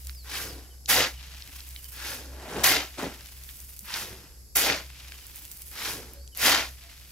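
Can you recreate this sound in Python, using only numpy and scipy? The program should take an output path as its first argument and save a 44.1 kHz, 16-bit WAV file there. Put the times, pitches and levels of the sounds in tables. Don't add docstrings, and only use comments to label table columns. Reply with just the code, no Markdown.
import sys
import numpy as np
from scipy import signal
from scipy.fft import rfft, irfft, next_fast_len
from scipy.io import wavfile
from scipy.ndimage import map_coordinates

SR = 44100
rng = np.random.default_rng(int(sys.argv[2]) if len(sys.argv) > 2 else 0)


def unload_wav(signal):
    wavfile.write(
        sys.argv[1],
        SR,
        np.round(np.clip(np.atleast_2d(signal).T, -1, 1) * 32767).astype(np.int16),
    )


N = 313551

# f/Hz, left-right coherence/0..1
STEREO_COHERENCE = [(100, .99), (400, .97), (700, .94), (1500, .78), (3000, .6), (6000, .55), (10000, .4),
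                    (15000, .35)]
# f/Hz, phase/rad
STEREO_LEAD = [(100, 0), (500, .03), (1300, .55), (3000, .7), (4400, 1.5), (5800, .6), (8000, 1.2),
               (12000, 1.6), (15000, 1.6)]
# f/Hz, left over right/dB
STEREO_PAN = [(60, 7), (110, 2), (200, 0.03), (380, 1.4), (700, -0.7), (1290, 0.3), (2380, -0.2), (4400, 2),
              (8120, 0), (15000, -3.5)]

# f/Hz, gain/dB
AIR_EQ = [(22, -10), (49, 3.5), (75, -3.5), (125, -7), (200, -16), (500, -21), (1000, -33), (2500, -33),
          (4000, -30), (7000, -23), (9500, -36.5), (15500, -30)]
# f/Hz, width/Hz, gain/dB
INSECT_BANDS = [(3050, 340, -18), (4620, 510, 7), (5200, 770, 9), (8100, 870, 9), (11350, 1700, 21)]
# t/s, relative level/dB
ENGINE_FADER = [(0.0, -47), (0.95, -46), (1.8, -51.5), (2.16, -48.5), (2.95, -52), (4.53, -53), (4.75, -49),
                (5.54, -54.5), (5.8, -54.5), (6.63, -48.5), (7.11, -57)]
# t/s, f/Hz
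ENGINE_FIRING = [(0, 62.95), (1.5, 64.06), (7.11, 63.64)]
# t/s, level/dB
BIRD_CHIRPS = [(0.629, -60), (0.70, -59), (1.15, -54), (1.76, -52), (1.835, -55), (3.235, -57),
               (5.127, -54), (5.205, -55), (6.315, -55)]
# t/s, length/s, level/dB, first f/Hz, middle f/Hz, last f/Hz
BIRD_WHISTLES = [(0.115, 0.135, -49, 5700, 4750, 3850), (0.425, 0.145, -50, 5900, 5000, 3950),
                 (6.14, 0.17, -58.5, 3750, 4600, 4550)]
# t/s, length/s, level/dB, f/Hz
BIRD_HOOTS = [(6.13, 0.1, -56.5, 560), (6.81, 0.13, -62, 680)]

# t/s, level/dB, f/Hz
SOFT_THUMPS = [(1.485, -53.5, 274), (3.822, -50, 201), (5.426, -59, 296)]
# t/s, relative level/dB, f/Hz, left over right/dB, half-width/octaves
STONE_KNOCKS = [(0.0704, -23.5, 11800, -1, 2), (0.0953, -26.5, 2780, -3, 1.05),
                (0.8593, -23.5, 4700, 1, 0.67), (1.4228, -26.5, 3680, 0.5, 0.65),
                (1.6053, -29.5, 4590, 1, 0.84), (1.6895, -30, 11600, -4, 0.89), (1.762, -25, 2900, 0, 0.7),
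                (1.8437, -26.5, 14200, -5, 2.6), (2.6425, -5, 1760, 5, 2.8), (2.6758, -10, 1920, -8, 0.4),
                (3.2091, -32, 2840, 0, 1.3), (3.4905, -30, 2830, 1, 0.81), (3.4366, -29, 12600, 2, 1.7),
                (3.6027, -28.5, 12900, -1, 1.7), (3.792, -21.5, 11400, 4, 1.2),
                (3.941, -17.5, 4600, -2, 0.53), (4.569, -6, 11000, 1, 0.56), (4.7002, -9, 2030, -1, 0.46),
                (5.121, -27.5, 2570, 4, 1), (5.2674, -29, 12000, -2, 0.9), (5.359, -24, 12800, -2, 0.8),
                (5.5153, -24, 12300, -1, 1.5), (5.6197, -25, 12700, 1, 2), (6.1352, -30.5, 13800, -5, 0.55),
                (6.2767, -33, 5050, -2, 0.94), (6.3493, -32, 4810, -2, 1.8), (6.374, -19, 12140, 4, 0.26),
                (6.5488, -8, 2800, 4, 1.7)]
# t/s, length/s, opening pebble level/dB, closing grit level/dB
LIFT_CUES = [(-0.7, 0.82, -49.3, -51.5), (1.13, 0.8, -47.8, -49.5), (2.85, 0.98, -50.6, -49.4),
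             (4.84, 0.89, -49.4, -48.2), (6.72, 0.85, -52, -51)]
# f/Hz, gain/dB
TRICKLE_EQ = [(88, -36), (150, 26), (189, -3), (279, 12.5), (428, -1.5), (656, -5.5), (1150, -7),
              (2450, -0.5), (8330, -6), (12500, -1), (15500, -1)]
# t/s, rise/s, pour/s, thud delay/s, crunch level/dB, thud boost/dB
DUMP_CUES = [(2.315, 0.26, 0.045, 0.26, -37, 8.5), (2.971, 0.014, 0.064, 0.088, -37, 10)]
# f/Hz, gain/dB
DUMP_EQ = [(53, -32), (90, -2), (288, -0.5), (415, -0.5), (515, -4), (1050, -15.5), (1720, -16),
           (2280, -19), (5280, -24), (15500, -30.5)]
# t/s, rise/s, fall/s, crunch level/dB, grit offset/dB, soil offset/dB
THROW_CUES = [(0.242, 0.13, 0.06, -36.5, -3, -9.5), (1.92, 0.16, 0.065, -38, -3.5, -10.5),
              (3.842, 0.12, 0.065, -35.5, -4.8, -12.5), (5.712, 0.15, 0.055, -35.3, -3.5, -10.5)]
# f/Hz, gain/dB
THROW_EQ = [(59, -37), (100, 8.5), (129, -7), (438, -4), (654, -6.5), (956, 2), (1110, -1), (1620, 5),
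            (2000, 2.5), (5170, 0), (8410, -13.5), (12000, -10), (15500, -16)]
# t/s, rise/s, push/s, brake/s, crunch level at full depth/dB,
# crunch growth on the way in/dB, grit offset at first touch/dB, soil offset/dB
DIG_CUES = [(0.874, 0.027, 0.11, 0.12, -23.5, 0.5, 3, -9),
            (2.631, 0.0084, 0.076, 0.18, -23.2, -1, 2.5, -9.5),
            (4.549, 0.0095, 0.12, 0.18, -26, 4, 3, -7.5), (6.35, 0.12, 0.058, 0.18, -22.5, -5, 7, -12.5)]
# f/Hz, gain/dB
DIG_EQ = [(47, -56), (80, -3), (181, -17), (281, -9), (366, -11), (418, -8.5), (649, -6), (741, -4.5),
          (1150, -4), (2000, 0.5), (6860, -5.5), (8550, -12.5), (11900, -5.5), (15500, -12)]
# f/Hz, width/Hz, gain/dB
BLADE_MODES = [(294, 32, 2), (756, 28, 4.5), (1390, 91, 2.5), (1670, 110, 0.5), (2020, 380, 1),
               (4800, 1300, 2.5)]


def amp(db):
    return 10 ** (np.asarray(db) / 20)


def normalise(x):
    return x / np.sqrt(np.mean(x.mean(0) ** 2) + 1e-20)


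def curve(points, hz):
    f, value = np.transpose(points)
    return np.interp(np.log(hz + 1), np.log(f + 1), value)


def bells(modes, hz):
    return sum(db / (1 + (2 * (hz - f) / width) ** 2) for f, width, db in modes)


def add(mix, s, sound):
    at = round(s * SR)
    sound = sound[:, max(-at, 0):]
    part = mix[:, max(at, 0):][:, :sound.shape[1]]
    part += sound[:, :part.shape[1]]


def wander(n, rate):
    knots = rng.standard_normal(4096)
    return map_coordinates(knots, [np.arange(n) * rate / SR], order=2, mode="wrap")


def envelope(t, onset_db, rise_s, hold_s, fall_s, fall_bend=1, rise_bend=1):
    attack = np.maximum(1 - t / rise_s, 0)
    release = np.maximum(t - rise_s - hold_s, 0) / fall_s
    return -onset_db * attack ** rise_bend - 30 * release ** fall_bend


def stereo(spectra, hz):
    same = np.clip(curve(STEREO_COHERENCE, hz), 0, 1)
    right = same * spectra[0] + np.sqrt(1 - same ** 2) * spectra[1]
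    lag = np.exp(-1j * curve(STEREO_LEAD, hz))
    lean = amp(curve(STEREO_PAN, hz) / 2)
    return np.array([spectra[0] * lean, right * lag / lean])


def garden(level_db=-54, coherence=0.66):
    size = next_fast_len(N, True)
    hz = np.fft.rfftfreq(size, 1 / SR)
    noise = rfft(rng.standard_normal((2, size)))
    same = np.clip(curve(STEREO_COHERENCE, hz) ** 2.7 * coherence, 0, 1)
    noise[1] = same * noise[0] + np.sqrt(1 - same ** 2) * noise[1]
    air = irfft(noise * amp(curve(AIR_EQ, hz) + bells(INSECT_BANDS, hz)), size)[:, :N]
    return normalise(air) * amp(level_db + 0.5 * wander(N, 4))


def engine(trim_db=5.0, octave_db=-19, waver=0.0135, throb_db=2.5):
    t = np.arange(N) / SR
    hz = np.interp(t, *np.transpose(ENGINE_FIRING)) * (1 + waver * wander(N, 9.8))
    phase = 2 * np.pi * np.cumsum(hz) / SR
    hum = np.sin(phase) + amp(octave_db + 2 * wander(N, 10)) * np.sin(2 * phase)
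    return hum * amp(np.interp(t, *np.transpose(ENGINE_FADER)) + trim_db + throb_db * wander(N, 14))


def birds(chirp_s=0.045, chirp_hz=(3170, 3020, 2780), waver=0.012, flutter_db=1.5, wet_db=-5, tail_s=0.06):
    song = np.zeros((1, N))
    chirps = [(s, chirp_s, db, *chirp_hz) for s, db in BIRD_CHIRPS]
    for s, length_s, db, *pitches in [*chirps, *BIRD_WHISTLES, *BIRD_HOOTS]:
        n = int(length_s * SR)
        progress = np.linspace(0, 1, n)
        glide = np.polyfit(np.linspace(0, 1, len(pitches)), pitches, len(pitches) - 1)
        hz = np.polyval(glide, progress) * (1 + waver * wander(n, 335))
        level = amp(db + flutter_db * wander(n, 80)) * np.sin(np.pi * progress)
        add(song, s, (level * np.sin(2 * np.pi * np.cumsum(hz) / SR))[None])
    t = np.arange(SR // 3) / SR
    trees = rng.standard_normal((2, len(t))) * np.exp(-t / tail_s)
    reverb = signal.oaconvolve(song, trees / np.linalg.norm(trees[0]), axes=1)[:, :N]
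    return song + amp(wet_db) * reverb


def thumps(swell_s=0.0082):
    out, t = np.zeros((2, N)), np.arange(SR // 8) / SR
    swell = t / swell_s * np.exp(1 - t / swell_s)
    for s, db, hz in SOFT_THUMPS:
        add(out, s, (amp(db) * swell * np.sin(2 * np.pi * hz * t))[None])
    return out


def chips(per_lift=2, relative_db=-36, spread_db=7, hz=11500, octaves=1.6, earliest=0.58):
    cues = []
    for s, length_s, _, _ in LIFT_CUES:
        for when, strength, side in rng.random((per_lift, 3)):
            at_s = s + length_s * (earliest + (1 - earliest) * when)
            cues.append((at_s, relative_db + spread_db * (2 * strength - 1), hz, -4 * side, octaves))
    return cues


def knocks(trim_db=9, ring_s=0.00091, rattle_db=-27, rattle_s=0.032, size=1024):
    out, t, hz = np.zeros((2, N)), np.arange(size) / SR, np.fft.rfftfreq(size, 1 / SR)
    decay = np.exp(-t / ring_s) + amp(rattle_db) * np.exp(-t / rattle_s)
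    preroll = size // 8
    for s, db, pitch, pan_db, octaves in [*STONE_KNOCKS, *chips()]:
        snap = rng.choice([-1., 1.], (2, size)) * decay
        body = 1 / (1 + (np.log2((hz + 1) / pitch) / octaves) ** 6)
        click = irfft(stereo(rfft(np.roll(snap, preroll, 1)), hz) * body)
        click /= np.linalg.norm(click.mean(0))
        add(out, s - preroll / SR, click * amp(db + trim_db + np.array([[pan_db], [-pan_db]]) / 2))
    return out


def grains(n, density, spread_db, cycles, bands=24):
    out = np.zeros((2, n))
    for hz in np.geomspace(120, 17000, bands):
        hits_per_s = density / bands * np.sqrt(hz / 3000)
        chance = rng.random(n) / (hits_per_s / SR)
        hits, force = chance < 1, np.zeros(n)
        force[hits] = amp(spread_db * np.minimum(-np.log(chance[hits]), 4)) / hz ** 0.25
        kicks = np.where(rng.integers(0, 2, (2, n), dtype=bool), force, -force)
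        turn, r = 2 * np.pi * hz / SR, np.exp(-hz / SR / cycles)
        out += signal.lfilter([1 - r, 0, r - 1], [1, -2 * r * np.cos(turn), r * r], kicks + 1e-18)
    return out


def snaps(n, per_s, snap_db, spread_db=3, snap_s=0.00015):
    hits = rng.random(n) < per_s / SR
    spikes = hits * amp(snap_db + spread_db * np.minimum(rng.exponential(1, n), 3))
    return 1 + signal.lfilter([1], [1, -np.exp(-1 / (snap_s * SR))], spikes)


def reflections(hz, strength, count=8):
    delay_s = rng.uniform(0.000968, 0.016, (count, 1))
    sign = rng.choice([-1., 1.], (count, 1))
    return 1 + strength * (sign * np.exp(-2j * np.pi * hz * delay_s)).sum(0) / np.sqrt(count)


def gravel(strokes, eq, density, spread_db, cycles, judder_db, judder_hz, echo, snaps_per_s, snap_db,
           modes=(), soil_hz=650, grit_hz=6800, fade_s=0.0021):
    out = np.zeros((2, N))
    for s, *levels_db in strokes:
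        n = len(levels_db[0])
        size = next_fast_len(n + 2048, True)
        hz = np.fft.rfftfreq(size, 1 / SR)
        stones = grains(size, density, spread_db, cycles) * snaps(size, snaps_per_s, snap_db)
        spectrum = stereo(rfft(stones), hz) * reflections(hz, echo) * amp(curve(eq, hz) + bells(modes, hz))
        soil = 1 / (1 + (hz / soil_hz) ** 6)
        grit = 1 - 1 / (1 + (hz / grit_hz) ** 6)
        bands = zip((soil, 1 - soil - grit, grit), levels_db)
        sound = sum(normalise(irfft(spectrum * band, size))[:, :n] * amp(db) for band, db in bands)
        fade = np.minimum(np.arange(n) / SR / fade_s, 1)
        add(out, s, sound * fade * fade[::-1] * amp(judder_db * wander(n, judder_hz)))
    return out


def trickle(rise_s=0.1, roll_fade_db=10.5, spill_growth_db=18, soil_db=-17):
    strokes, t = [], np.arange(0, 1.25, 1 / SR)
    for s, length_s, pebbles_db, grit_db in LIFT_CUES:
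        swing = np.minimum(t / length_s, 1)
        flow = envelope(t, onset_db=9.5, rise_s=rise_s, hold_s=length_s - rise_s, fall_s=0.39)
        pebbles = flow + pebbles_db - roll_fade_db * swing
        grit = flow + grit_db - spill_growth_db * (1 - swing) ** 2
        strokes.append((s, pebbles + soil_db, pebbles, grit))
    return gravel(strokes, TRICKLE_EQ, density=9000, spread_db=2.5, cycles=0.32,
                  judder_db=2.0, judder_hz=74, echo=0, snaps_per_s=80, snap_db=5.5)


def dumps(soil_db=-3.5, grit_db=-12, thud_width_s=0.028):
    strokes, t = [], np.arange(0, 0.55, 1 / SR)
    for s, rise_s, pour_s, thud_s, db, thud_db in DUMP_CUES:
        crunch = db + envelope(t, onset_db=19, rise_s=rise_s, hold_s=pour_s, fall_s=0.21, fall_bend=0.88)
        thud = thud_db * np.exp(-((t - thud_s) / thud_width_s) ** 2)
        strokes.append((s, crunch + soil_db + thud, crunch, crunch + grit_db))
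    return gravel(strokes, DUMP_EQ, density=12000, spread_db=-2, cycles=1.8,
                  judder_db=0.4, judder_hz=71, echo=0.18, snaps_per_s=41, snap_db=6)


def shower(t, rise_s, fall_s, onset_db=21, steepness=0.84, straggle_s=0.4, settle_db_per_s=39):
    early = np.maximum(1 - t / rise_s, 0)
    late = np.maximum(t - rise_s, 0) / fall_s
    settled = settle_db_per_s * np.maximum(t - straggle_s, 0)
    return -onset_db * early ** 2 - steepness * 20 * np.log10(1 + late ** 2) - settled


def throws(grit_lag_s=0.042, grit_linger=0.91, soil_lag_s=0.088, soil_linger=1.8):
    strokes, t = [], np.arange(0, 0.7, 1 / SR)
    for s, rise_s, fall_s, db, grit_db, soil_db in THROW_CUES:
        crunch = db + shower(t, rise_s, fall_s)
        grit = db + grit_db + shower(t, rise_s + grit_lag_s, fall_s * grit_linger)
        soil = db + soil_db + shower(t, rise_s + soil_lag_s, fall_s * soil_linger)
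        strokes.append((s, soil, crunch, grit))
    return gravel(strokes, THROW_EQ, density=20000, spread_db=2.5, cycles=1.4,
                  judder_db=0.7, judder_hz=90, echo=0.3, snaps_per_s=300, snap_db=-22)


def digs(onset_db=39.5, rise_bend=1.57, run_on=1.69, sink_s=0.13, surface_soil_db=-7,
         smother_db_per_s=94, buried_grit_db=-13):
    strokes, t = [], np.arange(0, 0.55, 1 / SR)
    for s, rise_s, push_s, brake_s, db, growth_db, grit_db, soil_db in DIG_CUES:
        shallow = np.maximum(1 - t / (rise_s + push_s), 0)
        drive = envelope(t, onset_db, rise_s, push_s, brake_s, fall_bend=1.68, rise_bend=rise_bend)
        crunch = db - growth_db * shallow + drive
        soil = crunch + soil_db + surface_soil_db * np.maximum(1 - t / sink_s, 0)
        loose = envelope(t, onset_db, rise_s, push_s, brake_s * run_on, fall_bend=0.94, rise_bend=rise_bend)
        grit = db + loose + np.maximum(grit_db - smother_db_per_s * t, buried_grit_db)
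        strokes.append((s, soil, crunch, grit))
    return gravel(strokes, DIG_EQ, density=14000, spread_db=0.5, cycles=1.72, modes=BLADE_MODES,
                  judder_db=0.31, judder_hz=103.5, echo=0.31, snaps_per_s=28, snap_db=-2.5)


def scene():
    shovelling = digs() + throws() + dumps() + trickle() + knocks() + thumps()
    return shovelling + birds() + engine() + garden()


def record(dry, cutoff_hz=15750):
    lowpass = signal.firwin(301, cutoff_hz, window=("kaiser", 9), fs=SR)
    return signal.oaconvolve(dry, lowpass[None], "same")


dry = scene()
out = record(dry)
unload_wav(out)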